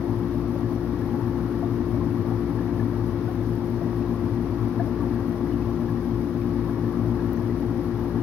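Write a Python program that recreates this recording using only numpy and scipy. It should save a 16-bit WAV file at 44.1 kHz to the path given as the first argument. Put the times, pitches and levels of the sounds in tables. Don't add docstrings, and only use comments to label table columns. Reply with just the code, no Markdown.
import sys
import numpy as np
from scipy import signal
from scipy.fft import rfft, irfft, next_fast_len
from scipy.io import wavfile
from scipy.ndimage import uniform_filter1d

SR = 44100
rng = np.random.default_rng(int(sys.argv[2]) if len(sys.argv) > 2 else 0)


def boost_factor(decibels):
    exponent = np.asarray(decibels, float) / 20
    return 10 ** exponent


def to_wav(sig):
    pcm = np.clip(np.atleast_2d(sig), -1, 1) * 32767
    pcm = np.round(pcm).astype(np.int16)
    wavfile.write(sys.argv[1], SR, pcm.T)


N = 362502

# order (multiple of its rate), level_db (rms)
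AIR_PUMP_ORDERS = [(1, -35.8), (2, -41.2), (3, -50.0), (4, -33.6), (5, -42.6), (6, -48.6), (8, -58.3),
                   (9, -49.9), (10, -62.7), (11, -64.5), (16, -62.0), (18, -62.6), (24, -70.5), (27, -74.5)]
# order, level_db (rms)
WATER_PUMP_ORDERS = [(1, -45.4), (2, -31.8), (3, -37.7), (4, -34.2), (5, -37.3), (6, -29.4), (7, -48.4),
                     (8, -49.6), (10, -66.0), (11, -61.2), (12, -56.6), (20, -62.2)]
# order, level_db (rms)
FILTER_PUMP_ORDERS = [(1, -52.0), (2, -35.7), (3, -41.8), (4, -61.5), (5, -35.2), (6, -52.6), (10, -62.2),
                      (20, -54.6), (40, -65.9)]
# frequency_hz, level_db (per Hz)
SURFACE_FIZZ = [(1200, -110), (2200, -87.5), (3800, -88), (5100, -85), (7000, -89), (10500, -91),
                (13000, -97.5), (15700, -102)]
# frequency_hz, likeness (-1 to 1)
PORT_LIKENESS = [(100, 0.94), (1000, 1), (1400, 0.47), (1700, 0.68), (2200, 0.19), (3000, -0.053),
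                 (5000, -0.33), (7000, -0.039)]
# peak_s, level_db (peak), pitch_hz
BUBBLE_EVENTS = [(0.640, -41, 1700), (0.751, -44, 5940), (1.018, -37, 1690), (1.145, -31, 818),
                 (1.63, -28.5, 683), (2.009, -35, 1050), (2.312, -31.5, 757), (2.59, -37.5, 1705),
                 (2.798, -35, 1720), (2.826, -35, 1100), (3.278, -39, 1460), (3.289, -35, 740),
                 (3.813, -36.5, 675), (4.063, -36, 1082), (4.797, -32.5, 1680), (4.801, -26, 690),
                 (5.007, -37, 1141), (5.19, -35, 1130), (5.215, -37, 790), (5.525, -45, 2900),
                 (5.887, -39, 1660), (5.94, -37, 776), (5.972, -43, 1850), (6.393, -38, 1090),
                 (6.417, -45, 2410), (6.677, -37, 1100), (7.194, -38, 1614), (7.372, -39, 6200),
                 (7.498, -42, 1950)]
# start_s, level_db (peak), pitch_hz
DROP_EVENTS = [(0.7298, -40, 10500), (1.061, -41.5, 10400), (1.2775, -43, 10400), (2.272, -41.5, 11950),
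               (3.3508, -41.5, 14800), (3.4306, -43, 13500), (3.5509, -42, 13200), (3.6995, -39, 12700),
               (3.8761, -40.5, 10300), (5.1497, -42, 12400), (5.288, -40.5, 14200), (7.1647, -42.5, 9540),
               (7.3303, -30, 12500), (7.9948, -41.5, 11800)]
# frequency_hz, width_hz, level_db (per Hz)
RUSH_MODES = [(41.0, 4.7, -64.5), (52.3, 5, -62.5), (63.2, 13, -55.5), (74, 5.2, -56.5), (92.3, 5.8, -49),
              (103.7, 3.8, -45.5), (107.5, 19, -45), (166.4, 56, -53.5), (210.7, 11.7, -55),
              (233, 9.3, -49.5), (248.7, 34.6, -49), (281.7, 39, -49), (336, 71, -56.5),
              (391.3, 13, -58.5), (429, 45, -58.5), (510, 61, -64), (620, 94, -71.5), (701, 17, -71.5),
               (838, 360, -67.5), (1031, 45, -67.5), (1128, 144, -69.5), (1334, 296, -73),
               (1704, 350, -77.5), (1905, 78, -76.5), (2065, 890, -85.5)]


def read(points, hz):
    f, value = np.transpose(points)
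    return np.interp(np.log(hz + 1), np.log(f + 1), value)


def drift(top_hz):
    t = np.arange(0, N + 64, 64) / SR
    rates = top_hz * np.geomspace(.04, 1, num=24)
    turns = rates * t[:, None] + rng.random(len(rates))
    slow = (np.sin(2 * np.pi * turns) / np.sqrt(rates)).sum(1)
    return np.interp(np.arange(N) / SR, t, (slow - slow.mean()) / slow.std())


def port_noise(power):
    size = next_fast_len(N)
    hz = np.fft.rfftfreq(size, 1 / SR)
    a, b, c, d = rng.standard_normal((len(hz), 4)).T
    same = np.clip(read(PORT_LIKENESS, hz), -1, 1)
    left = a + 1j * b
    right = same * left + np.sqrt(1 - same ** 2) * (c + 1j * d)
    pair = np.array([left, right])
    return irfft(pair * np.sqrt(power(hz) * SR * size) / 2, size)[:, :N]


def blip(hz, cycles, rise):
    u = np.linspace(0, 1, int(SR * cycles / hz))
    shape = u * np.exp(-5 * u)
    tone = np.sin(2 * np.pi * cycles * (u * (1 - rise / 2) + rise * u ** 2))
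    return shape / shape.max() * (1 - u ** 4) * tone


def add(mix, start_s, sound):
    part = mix[round(start_s * SR):][:len(sound)]
    part += sound[:len(part)]


def echoes(x, t60, wet_db):
    t = np.arange(int(t60 * SR)) / SR
    tail = rng.standard_normal((len(t), 2)).T
    tail = tail * (rng.random((len(t), 2)).T < .05)
    tail = tail * boost_factor(-60 * t / t60) * (t > .002)
    wet = signal.fftconvolve(x * np.ones((2, 1)), tail / np.linalg.norm(tail[0]), axes=1)[:, :N]
    return x + boost_factor(wet_db) * wet


def rush():
    f, width, db = np.transpose(RUSH_MODES)

    def power(hz):
        off = 2 * (hz[:, None] - f) / width
        return (boost_factor(db) ** 2 / (1 + off ** 2) ** 2).sum(1)

    return port_noise(power) * boost_factor(0.5 * drift(6.0))


def fizz():
    hiss = port_noise(lambda hz: boost_factor(read(SURFACE_FIZZ, hz)) ** 2)
    hz, t, z = signal.stft(hiss, SR, nperseg=256)
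    patches = rng.standard_normal((len(t), len(hz))).T
    patches = uniform_filter1d(patches, size=16, axis=0)
    patches = uniform_filter1d(patches, size=4, axis=1)
    flicker = np.interp(t, np.arange(N) / SR, drift(110.0))
    top = np.clip((hz[:, None] - 4000.) / 4300.0, .15, 1)
    z = z * boost_factor(top * (1.5 * patches / patches.std() + 1.0 * flicker))
    return signal.istft(z, SR, nperseg=256)[1][:, :N]


def grains(per_s, lo_hz, hi_hz, cycles, spread_db, level_db, clump_db, count=24):
    out = np.zeros((2, N))
    busy = boost_factor(clump_db * drift(12.0))
    for hz in np.geomspace(lo_hz, hi_hz, num=count):
        hit = rng.random(N) < busy * per_s / count / SR
        train = hit * boost_factor(level_db + spread_db * np.minimum(rng.exponential(1, N), 4))
        out += rng.uniform(0.34, 1, (2, 1)) * signal.oaconvolve(train, blip(hz, cycles, .06))[:N]
    return out


def spray():
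    return grains(120., 9000., 15500., 9., 4., -64.0, 7.)


def sputter():
    return grains(40., 2300., 6500., 27.0, 4.3, -59.0, 3.4)


def gurgle():
    low = grains(120., 557.0, 1250., 13.0, 2.7, -44.0, 5.)
    return low + grains(25., 1500., 1950., 20., 3., -49.5, 5.)


def ticks():
    rise_s, fall_s = .0004, .003
    out, t = np.zeros((2, N)), np.arange(600) / SR
    noises = rng.standard_normal((len(DROP_EVENTS), 2, len(t)))
    for (start_s, db, hz), noise in zip(DROP_EVENTS, noises):
        edges_hz = [max(.8 * hz, 8500), min(1.25 * hz, 17000)]
        band = signal.butter(1, edges_hz, "bandpass", fs=SR, output="sos")
        burst = signal.sosfilt(band, noise) * (1 - np.exp(-t / rise_s)) * np.exp(-t / fall_s)
        for port in range(2):
            add(out[port], start_s, boost_factor(db) * burst[port] / abs(burst[port]).max())
    return out


def bubbles():
    rise_cycles, trail_s, trail_db = 4.5, .018, -9.0
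    out = np.zeros(N)
    for (peak_s, db, hz), draws in zip(BUBBLE_EVENTS, rng.random((len(BUBBLE_EVENTS), 2, 2))):
        start_s = peak_s - rise_cycles / hz
        add(out, start_s, boost_factor(db) * blip(hz, 28., .02))
        for late, size in draws:
            neighbour = blip(hz * (0.95 + 0.08 * size), 16.0, 0.03)
            add(out, start_s + trail_s * late, boost_factor(db + trail_db) * neighbour)
    return out


def motor(hz, orders, wander_hz, sway_db):
    angle = 2 * np.pi * np.cumsum(hz + wander_hz * drift(0.603)) / SR
    hum = sum(boost_factor(db) * np.cos(k * angle + 2 * np.pi * rng.random()) for k, db in orders)
    return np.sqrt(2) * hum * boost_factor(sway_db * drift(1.61))


def machines():
    air_pump = motor(59.974, AIR_PUMP_ORDERS, 0.0028, 0.43)
    water_pump = motor(58.047, WATER_PUMP_ORDERS, 0.0058, 0.22)
    filter_pump = motor(55.81, FILTER_PUMP_ORDERS, 0.0116, 0.96)
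    return air_pump + water_pump + filter_pump


def scene():
    under_water = echoes(bubbles() + gurgle(), 0.11, -3.5)
    at_surface = echoes(ticks() + sputter() + spray(), .03, -9.)
    return rush() + fizz() + at_surface + under_water + machines()


def band_limit(x):
    return signal.sosfilt(signal.butter(12, 15800, fs=SR, output="sos"), x)


def record(dry):
    scan_hz, right_db = 15734.27, -8.5
    size = next_fast_len(N)
    hz = np.fft.rfftfreq(size, 1 / SR)
    comb = (1 + np.exp(-2j * np.pi * hz / scan_hz)) / 2
    sound = irfft(rfft(dry, size) * comb, size)[:, :N] * boost_factor(np.array([[0], [right_db]]))
    line = 2 * np.pi * scan_hz * np.arange(N) / SR
    whine = boost_factor(np.array([[-81.], [-71.5]])) * np.cos(line + np.array([[0], [2.5]]))
    half = boost_factor(np.array([[-90.], [-81.]])) * np.cos(line / 2 + np.array([[0], [.9]]))
    return band_limit(sound + whine + half)


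dry = scene()
out = record(dry)
to_wav(out)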